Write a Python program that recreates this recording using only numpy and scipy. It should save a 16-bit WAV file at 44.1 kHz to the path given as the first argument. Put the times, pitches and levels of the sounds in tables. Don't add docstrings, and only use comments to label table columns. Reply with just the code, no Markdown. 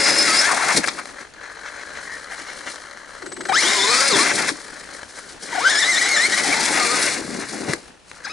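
import sys
import numpy as np
from scipy import signal
from scipy.fft import rfft, irfft
from scipy.io import wavfile

SR = 44100
rng = np.random.default_rng(int(sys.argv[2]) if len(sys.argv) > 2 else 0)


def put_to_file(sound):
    columns = np.atleast_2d(sound).T
    safe = np.clip(columns, -1, 1)
    whole_steps = np.round(safe * 32767)
    wavfile.write(sys.argv[1], SR, whole_steps.astype(np.int16))


N = 366912
T = np.arange(N) / SR
CLOCK = np.arange(0, N + 64, 64) / SR
EDGE_HZ = 11170

# [(time_s, tooth_hz)]
SPINS = [(-19, 9.5, -6, -6, 7, 0.045, 0.027, [(0, 5040), (0.16, 5015), (0.225, 5190), (0.268, 4950)]),
         (-21, -0.5, -3, -3, -8, 0.19, .004, [(0.278, 4800), (0.31, 4540), (0.335, 4650), (0.358, 4850)]),
         (-16.5, 10, -5, -14, -15, 0.048, .002, [(0.372, 4970), (0.408, 5240)]),
         (-19.5, -5, -6, -12, -10.5, 0.093, .004, [(0.415, 5300), (0.45, 5910), (0.487, 6530)]),
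         (-21, 5, -5, -13, -6, 0.25, .004, [(3.497, 799), (3.52, 720), (3.535, 1216), (3.55, 1340)]),
         (-21, 2, -0.5, -8, -3, .15, 0.0091, [(3.555, 1450), (3.58, 1920), (3.612, 2386)]),
         (-21, 2, -1, 2, 3.5, 0.37, 0.015, [(3.62, 2692), (3.69, 3710), (3.74, 3800), (3.807, 3456),
         (3.86, 3720)]), (-20, -.5, -6, 3, -0.5, 0.27, 0.027, [(3.87, 3804), (3.92, 4404), (4.05, 4933),
         (4.09, 5020)]), (-19, 0, -5, 2, 9.5, 0.39, 0.0074, [(4.103, 4730), (4.135, 3780), (4.168, 2960)]),
         (-23, -4, 1, 5, -3.5, .5, 0.025, [(4.178, 2990), (4.195, 3996), (4.225, 4180), (4.25, 5100)]),
         (-26, -3, -6, -19, -8, 0.62, .01, [(5.53, 1008), (5.55, 715), (5.567, 887), (5.585, 700),
         (5.612, 950)]), (-22.5, -5.5, 2.5, -7, 0, 0.2, .003, [(5.62, 1110), (5.662, 1542), (5.684, 1540),
         (5.708, 1874), (5.726, 1699), (5.742, 1757), (5.766, 1667), (5.785, 1734), (5.808, 2010),
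         (5.832, 1738), (5.854, 1953), (5.9, 2066), (5.918, 2050), (5.934, 1820)]),
         (-24.5, -7.5, 6, 3, 9, 0.36, .003, [(5.945, 1850), (5.968, 1786), (6.002, 2294)]),
         (-22.5, -4.5, 0.5, -0.5, 1.5, 0.21, .004, [(6.015, 1940), (6.035, 1977), (6.06, 1948),
         (6.09, 2220), (6.112, 2147), (6.138, 2144), (6.178, 1742), (6.2, 1813), (6.25, 2110),
         (6.266, 2224)]), (-26.5, -4, -1, -6, -2, 0.22, .005, [(6.326, 1854), (6.35, 1988)]),
         (-34.5, -12, 2, 9, 4, 0.22, 0.031, [(6.365, 2020), (6.41, 2140), (6.45, 1930), (6.49, 1904),
         (6.515, 2086)]), (-20, -12, -2, -14, -5, 0.17, 0.004, [(6.527, 2290), (6.543, 2140)]),
         (-34, -10, 10, 16, 3, 0.38, .025, [(6.56, 2000), (6.61, 2218), (6.675, 2890), (6.72, 3142),
         (6.74, 3715), (6.785, 4050)]), (-24.5, -9, 3.5, 1.5, -4, 0.057, 0.02, [(6.8, 4386), (6.85, 4396),
         (6.885, 4140), (6.92, 4433), (6.97, 4510)]), (-28.5, 5, 12.5, 7, 0, 0.22, 0.01, [(6.99, 4740),
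         (7.065, 5537)]), (-34, -0.5, 1.5, -5, 7, 0.1, 0.0055, [(8.25, 1626), (8.262, 1310), (8.273, 766),
         (8.29, 1020), (8.3, 1275), (8.32, 1290)])]
# shaft_multiple, slow_db, fast_db
GEAR_TONES = [(2, -30, -6), (5, -24, -2), (7, -20, -24), (10, -24, -5), (15, -23, -11), (18, 0, 0),
              (20, -22, -10), (26, -25, -10), (36, -3.5, -4), (41, -15, -22), (46, -16, -30), (54, -7, -25),
              (59, -14, -40), (72, -6.5, -40), (90, -13, -40)]
# start_s, level_db
BRAKE_ZIPS = [(0.881, -24), (4.484, -25.5)]
# tooth_hz, gain_db
WHINE_GAIN = [(750, 0), (1100, 1), (1800, 6.5), (2050, 6.5), (2400, 1), (3000, -4), (4000, 1), (5100, -1),
              (6300, -0.5)]
# frequency_hz, gain_db
HOUSING_GAIN = [(300, -4), (500, -1), (800, -4), (1250, 0), (1600, 0), (2050, 2), (2350, 0), (2650, -2),
                (2900, -9), (3300, -4), (3700, 1), (4100, 1.5), (4550, -3), (5000, 2.5), (5350, 3),
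                (5900, -3), (7400, -1), (11000, -4)]
TEETH, AXLE_MULTIPLE = 18, 2
ZIP_S, ZIP_FROM_HZ, ZIP_TO_HZ = 0.014, 2600, 1108
BOUNCE_HZ, BOUNCE_SETTLE_S = 29, 0.3
DULL_DB_PER_OCTAVE, BRIGHT_HZ = 6, 1760
RACING_DB_PER_OCTAVE, RACING_HZ = -41, 5350
RUNOUT_RAD = 0.35
RELEASE_SHARE = 0.04

# open_s, up_to_speed_s, shut_s, stop_s, tyre_db, grind_db, sand_db, rollout_drop_db
THROTTLE_BURSTS = [(0, 0, 0.46, 0.776, -29, -18.5, -20, -3.5), (3.61, 5, 4.29, 4.5, -23.5, -18, -18.5, -7),
                   (5.68, 6.5, 7.08, 7.735, -31, -21, -21.5, -11)]
# start_s, end_s, tyre_db, grind_db, sand_db, swell_db_per_s
SLOW_MOVES = [(0.816, 1.233, -44.5, -34, -39.5, -45), (1.433, 2.185, -52.5, -33, -44, 8),
              (2.294, 2.714, -52.5, -34, -40, 19), (2.77, 3.173, -55.5, -37, -47, 15),
              (3.245, 3.48, -43, -51, -47.5, 19), (4.538, 5.02, -50.5, -35.5, -41.5, -4),
              (5.11, 5.324, -52, -40.5, -42.5, 17), (5.486, 5.61, -43, -29, -36, 15),
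              (7.783, 7.93, -53.5, -45.5, -49.5, -78), (8.083, 8.16, -66.5, -59, -47.5, 28),
              (8.19, 8.327, -54, -38, -43.5, 72)]
# centre_s, tyre_db, grind_db, sand_db
RUT_HITS = [(0.776, -24, -33, -19.5), (1.21, -45.5, -35, -41.5), (2.15, -54, -41, -38.5),
            (2.41, -45, -33, -36.5), (2.688, -42, -29, -39), (4.17, -27, -39, -25), (4.8, -60, -41, -42),
            (5.18, -49, -35, -32), (5.439, -43, -50, -33), (6.39, -56, -20, -27), (7.41, -44, -44, -30.5),
            (7.55, -29, -40, -46), (7.699, -27.5, -27, -34)]
# centre_s, half_width_s, tyre_gain_db
TYRE_HOPS = [(0.527, 0.18, -10), (7.484, 0.032, -20)]
# tyre_db, grind_db, sand_db
LOW_SPEED_DB = (-11.5, -2.5, -2.5)
OPEN_S, STOP_S, COAST_S = 0.15, 0.054, 0.2
SHUT_S, RUT_S = 0.12, 0.025
ROLLOUT_TYRE_SHARE, GRIND_SWELL_SHARE = 0.33, 0.36

# frequency_hz, level_db
RATTLE_SPECTRUM = [(200, -33), (380, -9), (530, 0), (750, -6), (1050, -2.5), (1610, 3.5), (1990, 0.5),
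                   (2750, -15), (3150, -11), (3600, -20.5), (4150, -5.5), (4900, -23.5), (6300, -12.5),
                   (11000, -47)]
GRIND_SPECTRUM = [(350, -24.5), (600, -1.5), (874, -3), (962, -3), (1260, -1), (1530, 2.5), (1850, 3.5),
                  (2130, 7.5), (2380, -1), (2650, -1.5), (2970, -4.5), (3300, -6), (3700, -9), (4200, -4),
                  (4580, -27), (5040, -8), (6000, -6.5), (7800, -14), (13200, -120)]
SAND_SPECTRUM = [(300, -25), (1000, -19), (2200, 7), (2600, -5), (2950, 0.5), (3500, 0.5), (4300, 6),
                 (5500, 5.5), (7000, 3), (9000, 3), (11000, -1.5)]
TYRE_SPECTRUM = [(30, -40), (80, -13.5), (130, -8), (200, 0), (290, 4), (400, 3), (550, -2), (750, -4.5),
                 (1100, -14), (3000, -84)]
# start_s, length_s, level_db, centre_hz
CHATTER_VOLLEYS = [(0.448, 0.12, -15.5, 1210), (0.566, 0.021, -16, 1340), (0.574, 0.11, -18.5, 1260),
                   (0.657, 0.086, -15, 1260), (0.756, 0.034, -17.5, 1640), (0.829, 0.031, -16, 1590),
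                   (0.876, 0.013, -15.5, 1430), (0.972, 0.041, -25, 1340), (2.292, 0.075, -27.5, 1570),
                   (2.645, 0.055, -31, 1590), (4.247, 0.036, -17, 1570), (4.297, 0.037, -19, 1600),
                   (4.361, 0.06, -17.5, 1600), (4.399, 0.051, -21.5, 1530), (4.473, 0.029, -18.5, 1700),
                   (5.171, 0.032, -33, 1390), (7.06, 0.039, -19, 1860), (7.385, 0.058, -33, 1628)]
# start_s, end_s, level_db, pitch_hz
ROLL_NOTES = [(1.386, 1.542, -38.5, 1678), (1.619, 1.714, -37, 1566), (1.742, 2.057, -38.5, 1605),
              (2.071, 2.157, -31.5, 1860), (2.792, 3.172, -47.5, 1590), (4.613, 4.947, -47, 1870),
              (5.2, 5.319, -43, 1477)]
# start_s, end_s, level_db,
# centre_hz
DRONES = [(0.477, 0.73, -32.5, 860), (5.676, 6.41, -42.5, 730), (6.45, 6.721, -28, 826),
          (7.199, 7.42, -38, 215)]
# start_s, knock_db
MOTOR_KICKS = [(3.218, -31), (3.258, -29), (3.316, -28.5), (3.363, -30.5), (3.404, -26), (3.45, -25.5),
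               (3.485, -23.5)]
# start_s, end_s, level_db
CONTROLLER_WHISTLES = [(3.27, 3.58, -43.5), (5.52, 5.64, -54)]
# start_s, level_db, nominal_hz
GROUND_THUMPS = [(0.747, -18, 184), (0.774, -27, 245), (0.796, -17, 186), (0.835, -23, 510),
                 (4.127, -16, 207), (4.155, -10, 320), (4.204, -11, 320), (4.226, -17, 237),
                 (4.516, -16, 286), (6.635, -18, 260), (7.529, -35, 307), (7.573, -27, 280),
                 (7.655, -20, 220), (7.694, -12, 149), (7.734, -14.5, 340)]
# start_s, level_db, treble_db
HARD_CLACKS = [(0.8747, -13, 0), (1.056, -25, -3), (1.338, -36, 0), (2.2432, -31, 3), (2.758, -28, 0),
               (2.911, -30, -8), (2.973, -29, -20), (5.031, -25, -20), (5.551, -23.5, -3), (7.7347, -12, 0),
               (8.115, -32, -9), (8.132, -38, -2), (8.24, -35, 3)]

# time_s, centre_hz
TREBLE_HOLLOW = [(0, 3040), (1.5, 2900), (2.6, 2530), (3.7, 2600), (4.1, 3000), (5.7, 2600), (6.3, 2660),
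                 (6.8, 3080), (8.3, 3160)]
# start_s, end_s, centre_hz, width_hz, depth_0_to_1
TURN_HOLLOW = (5.97, 6.6, 990, 230, 0.49)
# frequency_hz, likeness_0_to_1
MIC_LIKENESS = [(60, .75), (125, .9), (500, .88), (1000, .92), (11000, .89)]
# frequency_hz, left_minus_right_db
MIC_BALANCE = [(60, 0), (125, 2), (250, 3.5), (500, 8.5), (1000, 6), (2000, 3.2), (4000, 4.7), (8000, 2),
               (11000, 3)]
# frequency_hz, left_lead_rad
MIC_LEAD = [(100, 0), (260, .8), (600, 1), (900, .3), (1200, -.5), (2100, -.1), (2700, -.5), (3200, .7),
            (4200, .2), (5600, 0), (11000, 0)]
# frequency_hz, level_db
AIR_SPECTRUM = [(12, -55), (20, -3), (64, -2.5), (137, -9.5), (179, -5.5), (872, -8.5), (2030, -21),
                (2640, -11.5), (3930, -18.5), (11000, -27.5), (14300, -57), (22000, -120)]


def whine(rough_hz=15000, smear=0.011, comb_slow_db=-22, comb_fast_db=-15, fade_s=0.008,
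          cog_hz=36, flutter_db=2.2):
    out = np.zeros(N)
    shake = 1 + 0.006 * wander(45) + 0.005 * wander(250)
    flutter = flutter_db * wander(10.7)
    named = {round(k): (slow_db, fast_db) for k, slow_db, fast_db in GEAR_TONES}
    comb = [*range(2, 2 * TEETH), *range(2 * TEETH, 4 * TEETH, 3)]
    multiples = sorted({*named, *comb})
    zips = [(db, 0, 0, 0, 0, 0.6, 0, [(s, ZIP_FROM_HZ), (s + ZIP_S, ZIP_TO_HZ)]) for s, db in BRAKE_ZIPS]
    for db, treble_db, overtone_db, comb_db, axle_db, rough, wobble, speed in SPINS + zips:
        s, hz = np.transpose(speed)
        release_s = max(fade_s, RELEASE_SHARE * (s[-1] - s[0]))
        on = (T > s[0] - fade_s) & (T < s[-1] + release_s)
        t = T[on]
        tooth_hz = np.interp(t, s, hz)
        shaft_hz = tooth_hz / TEETH
        settle = np.exp(-((t - s[0]) / BOUNCE_SETTLE_S) ** 2)
        bounce = wobble * np.sin(2 * np.pi * BOUNCE_HZ * (t - s[0])) * settle
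        turns = np.cumsum(shaft_hz * (shake[on] + bounce)) / SR
        runout = RUNOUT_RAD * np.sin(2 * np.pi * turns)
        fast = np.interp(shaft_hz, [130, 190], [0, 1])
        bright_db = treble_db + DULL_DB_PER_OCTAVE * np.minimum(np.log2(tooth_hz / BRIGHT_HZ), 0)
        bright_db += RACING_DB_PER_OCTAVE * np.maximum(np.log2(tooth_hz / RACING_HZ), 0)

        tones, power = 0, 1e-9
        for k in multiples:
            slow_db, fast_db = named.get(k, (comb_slow_db + comb_db / 2, comb_fast_db + comb_db))
            f = k * shaft_hz
            gain_db = slow_db + fast * (fast_db - slow_db) + read(HOUSING_GAIN, f)
            gain_db += bright_db * np.clip(f / 1000 - 2, 0, 1)
            gain_db += overtone_db * (k >= 2 * TEETH) + axle_db * (k == AXLE_MULTIPLE)
            gain = amp(gain_db) * (f < EDGE_HZ)
            base_share = rough if k in named else 0.4
            share = np.clip(base_share + (f / rough_hz) ** 2, 0, 0.75)
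            offset = round(rng.random() * N / 2)
            waver = unit(amp(flutter[offset:][:len(t)]))
            angle = 2 * np.pi * (k * turns + rng.random()) + runout * k / TEETH
            tones += gain * waver * fuzzy(angle, share, np.clip(smear * f.mean(), 15, 250))
            power += gain ** 2 / 2 * (k in named)

        cog_depth = np.interp(shaft_hz, [45, 75], [0.55, 0])
        cogging = 1 + cog_depth * np.sin(2 * np.pi * cog_hz * (t - t[0]))
        gate = np.clip(np.minimum((t - s[0]) / fade_s, (s[-1] - t) / release_s) + 1, 0, 1)
        out[on] += amp(db + read(WHINE_GAIN, tooth_hz)) * gate * cogging * tones / np.sqrt(power)
    return panels(out)


def panels(x):
    t = np.arange(SR // 25) / SR
    modes = rng.standard_normal(len(t)) * np.exp(-t / 0.009)
    modes /= np.linalg.norm(modes)
    hz = np.fft.rfftfreq(N, 1 / SR)
    share = 0.1 / (1 + (2700 / (hz + 1)) ** 8)
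    response = np.sqrt(1 - share) + np.sqrt(share) * rfft(modes, N)
    return irfft(rfft(x) * response, N)


def drive(axis, uneven_db=1.53, uneven_rate_hz=12):
    t, power = CLOCK, 1e-9
    for start, fast, shut, stop, *levels, drop_db in THROTTLE_BURSTS:
        drop_share = ROLLOUT_TYRE_SHARE if axis == 0 else 1
        db = levels[axis] + drop_db * np.clip((t - shut) / SHUT_S, 0, 1) * drop_share
        speed = np.clip(1 + (t - fast) / max(fast - start, OPEN_S), 0, 1)
        db = db + LOW_SPEED_DB[axis] * (1 - speed ** 2)
        power += (amp(db) * stretch(start, stop, OPEN_S, STOP_S)) ** 2
    for start, end, *levels, swell in SLOW_MOVES:
        from_middle_s = np.clip(t, start, end) - (start + end) / 2
        db = levels[axis] + swell * from_middle_s * (GRIND_SWELL_SHARE if axis == 1 else 1)
        power += (amp(db) * stretch(start, end, OPEN_S, COAST_S)) ** 2
    for s, *levels in RUT_HITS:
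        power += (amp(levels[axis]) * bump(s, RUT_S)) ** 2
    hop_db = sum(db * bump(s, half) for s, half, db in TYRE_HOPS) if axis == 0 else 0
    level = np.interp(T, t, np.sqrt(power) * amp(hop_db))
    return level * amp(uneven_db * wander(uneven_rate_hz))


def grind(creep_db=-4.5, hard_db=-2, idle_db=-34, full_db=-24, lumpy_db=1.0, throb_hz=55):
    level = drive(axis=1)
    load = np.interp(20 * np.log10(level), [idle_db, full_db], [0, 1])
    throb_angle = 2 * np.pi * np.cumsum(throb_hz * (1 + 0.2 * wander(6))) / SR
    throb = 1 + 0.5 * np.sin(throb_angle)
    rattle = colour(clicks(2500, 1.3) * throb * amp(lumpy_db * wander(24)), RATTLE_SPECTRUM)
    dense = colour(clicks(7000, 1.5) * amp(wander(32)), GRIND_SPECTRUM)
    return level * (amp(creep_db) * np.sqrt(1 - load) * rattle + amp(hard_db) * np.sqrt(load) * dense)


def rolling(rough=0.72, width_hz=130, sway=0.0261, rise_s=0.033, fall_s=0.044):
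    out, waver = np.zeros(N), 1 + sway * wander(25)
    for start, end, db, hz in ROLL_NOTES:
        on = (T > start - 3 * rise_s) & (T < end + 3 * fall_s)
        tone = fuzzy(2 * np.pi * np.cumsum(hz * waver[on]) / SR, rough, width_hz)
        envelope = np.interp(T[on], CLOCK, stretch(start, end, rise_s, fall_s))
        out[on] += amp(db) * envelope * tone
    return out


def sand(level_db=-1, clumps_db=2.5, pebbles_db=-12):
    fine = clicks(20000, 1.8) * amp(clumps_db * wander(58))
    pebbles = amp(pebbles_db) * clicks(400, 9)
    return amp(level_db) * drive(axis=2) * colour(fine + pebbles, SAND_SPECTRUM)


def tyres(lumpy_db=1.5):
    impacts = clicks(1800, 3.1) * amp(lumpy_db * wander(25.4))
    return drive(axis=0) * colour(impacts, TYRE_SPECTRUM)


def chatter(level_db=-2, width_hz=1100, rasp_db=-6, hull_hz=850, hull_width_hz=970, hull_db=-5):
    out, teeth = np.zeros(N), clicks(3000, 2.7)
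    hull = unit(ring(ring(teeth, hull_hz, hull_width_hz), hull_hz, hull_width_hz))
    rasp_and_hull = amp(rasp_db) * colour(teeth, SAND_SPECTRUM) + amp(hull_db) * hull
    for s, length, db, hz in CHATTER_VOLLEYS:
        part = slice(round(s * SR), round((s + length) * SR))
        gearbox = unit(ring(ring(teeth[part], hz, width_hz), hz, width_hz))
        window = signal.windows.tukey(len(gearbox), 0.97)
        add(out, s, amp(db + level_db) * unit(gearbox + rasp_and_hull[part]) * window)
    return out


def growl(width_hz=170, sway=0.093, sway_rate_hz=16, rise_s=0.031, fall_s=0.24):
    level = sum(amp(db) * stretch(start, end, rise_s, fall_s) for start, end, db, hz in DRONES)
    points = [(s, hz) for start, end, db, hz in DRONES for s in (start, end)]
    centre_hz = np.interp(T, *np.transpose(points)) * (1 + sway * wander(sway_rate_hz))
    drone = resonate(clicks(1200, 4.9), centre_hz, width_hz)
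    drone = resonate(drone, centre_hz, width_hz)
    return np.interp(T, CLOCK, level) * unit(drone)


def stutter(level_db=-1, rise_s=0.0063, hum_hz=370, hum_db=-30.5, hum_delay_s=0.019,
            hum_length_s=0.0086, spurt_db=-12):
    out, t = np.zeros(N), np.arange(SR // 12) / SR
    for s, db in MOTOR_KICKS:
        noise = rng.standard_normal(len(t))
        knock = colour(noise, RATTLE_SPECTRUM) + amp(spurt_db) * colour(noise, SAND_SPECTRUM)
        knock *= (t / rise_s) ** 2 * np.exp(2 - 2 * t / rise_s)
        hum = np.sin(2 * np.pi * hum_hz * t * (1 - 0.5 * t))
        hum *= np.exp(-((t - hum_delay_s) / hum_length_s) ** 2)
        add(out, s, amp(db + level_db) * knock + amp(hum_db) * hum)
    return out


def controller(hz=8021, rise_s=0.12, fall_s=0.04):
    level = sum(amp(db) * stretch(start, end, rise_s, fall_s) for start, end, db in CONTROLLER_WHISTLES)
    return np.interp(T, CLOCK, level) * amp(4.3 * wander(40)) * np.sin(2 * np.pi * hz * T)


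def knocks(level_db=1, thump_rise_s=0.0027, thump_decay_s=0.0063, clack_decay_s=0.0026):
    out, t = np.zeros(N), np.arange(SR // 10) / SR
    for s, db, hz in GROUND_THUMPS:
        note = np.sin(2 * np.pi * hz * t * (1.08 - 3 * t))
        envelope = np.exp(-t / thump_decay_s) * (1 - np.exp(-t / thump_rise_s))
        add(out, s, amp(db + level_db) * note * envelope)
    for s, db, treble_db in HARD_CLACKS:
        noise = rng.standard_normal(len(t))
        burst = unit(colour(noise, RATTLE_SPECTRUM) + amp(treble_db) * colour(noise, SAND_SPECTRUM))
        add(out, s, amp(db + level_db) * burst * np.exp(-t / clack_decay_s))
    return out


def slope(x, echo_db=-22):
    t = np.arange(SR // 3) / SR
    tail = rng.standard_normal(len(t)) * amp(-60 * t / 0.33) * (t > 0.005)
    return x + amp(echo_db) * signal.fftconvolve(x, tail / np.linalg.norm(tail))[:N]


def hollow(x, depth=0.92, width_hz=330, ease_s=0.19):
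    x = x - depth * resonate(x, np.interp(T, *np.transpose(TREBLE_HOLLOW)), width_hz)
    start, end, low_hz, low_width_hz, low_depth = TURN_HOLLOW
    low_gain = low_depth * np.interp(T, CLOCK, stretch(start, end, ease_s, ease_s))
    return x - low_gain * resonate(x, low_hz, low_width_hz)


def microphones(x):
    hz, t = np.fft.rfftfreq(N, 1 / SR), np.arange(SR // 10) / SR
    near = rng.standard_normal(len(t)) * np.exp(-t / 0.022)
    near /= np.linalg.norm(near)
    same = np.clip(read(MIC_LIKENESS, hz), 0, 1)
    direct = np.sqrt((1 + same) / 2)
    scattered = np.sqrt((1 - same) / 2) * rfft(near, N)
    port = amp(read(MIC_BALANCE, hz) / 2) * np.exp(0.5j * read(MIC_LEAD, hz))
    pair = np.array([(direct + scattered) * port, (direct - scattered) / port])
    return irfft(rfft(x) * pair / abs((port + 1 / port) / 2), N)


def air(part_db=-54):
    shared, left, right = (colour(rng.standard_normal(N), AIR_SPECTRUM) for part in range(3))
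    return (shared + 1.3 * np.array([left, right])) * amp(part_db + 2 * wander(8))


def amp(db):
    return 10 ** (np.asarray(db) / 20)


def unit(x):
    return x / np.sqrt(np.mean(x ** 2) + 1e-20)


def read(points, hz):
    f, value = np.transpose(points)
    return np.interp(np.log(hz + 1), np.log(f + 1), value)


def colour(x, points):
    gain = amp(read(points, np.fft.rfftfreq(len(x), 1 / SR)))
    return unit(irfft(rfft(x) * gain, len(x)))


def wander(rate_hz):
    f = np.fft.rfftfreq(N, 1 / SR)
    return unit(irfft(rfft(rng.standard_normal(N)) / (1 + (f / rate_hz) ** 4), N))


def clicks(rate_hz, spread_db):
    size_db = spread_db * np.minimum(rng.exponential(1, N), 4)
    size = amp(size_db) * rng.choice([-1, 1], N)
    return unit(size * (rng.random(N) < rate_hz / SR))


def ring(x, hz, width_hz):
    return signal.lfilter(*signal.iirpeak(hz, hz / width_hz, SR), x)


def resonate(x, hz, width_hz):
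    turn = np.exp(2j * np.pi * np.cumsum(hz * np.ones(N)) / SR)
    r = np.exp(-np.pi * width_hz / SR)
    return 2 * (turn * signal.lfilter([1 - r], [1, -r], x / turn)).real


def fuzzy(angle, share, width_hz):
    lowpass = signal.butter(2, width_hz, fs=SR, output="sos")
    scatter = signal.sosfilt(lowpass, rng.standard_normal((2, len(angle))))
    real, imag = unit(scatter) * np.sqrt(share / 2)
    return (np.sqrt(1 - share) + real) * np.cos(angle) + imag * np.sin(angle)


def stretch(start, end, rise_s, fall_s):
    outside = np.maximum((start - CLOCK) / rise_s, (CLOCK - end) / fall_s)
    return amp(-20 * np.clip(outside, 0, 10))


def bump(s, half_s):
    return np.exp(-np.minimum(((CLOCK - s) / half_s) ** 2, 50))


def add(mix, s, sound):
    part = mix[max(round(s * SR), 0):][:len(sound)]
    part += sound[:len(part)]


def scene():
    gears = whine() + grind() + rolling() + chatter() + stutter()
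    ground = sand() + tyres() + knocks()
    truck = gears + ground + growl() + controller()
    return microphones(hollow(slope(truck))) + air()


def record(dry):
    rounded = dry / (1 + (dry / 0.75) ** 4) ** (1 / 4)
    lowpass = signal.firwin(511, EDGE_HZ, window=("kaiser", 9), fs=SR)
    return signal.oaconvolve(rounded, lowpass[None], "same", axes=1)


dry = scene()
out = record(dry)
put_to_file(out)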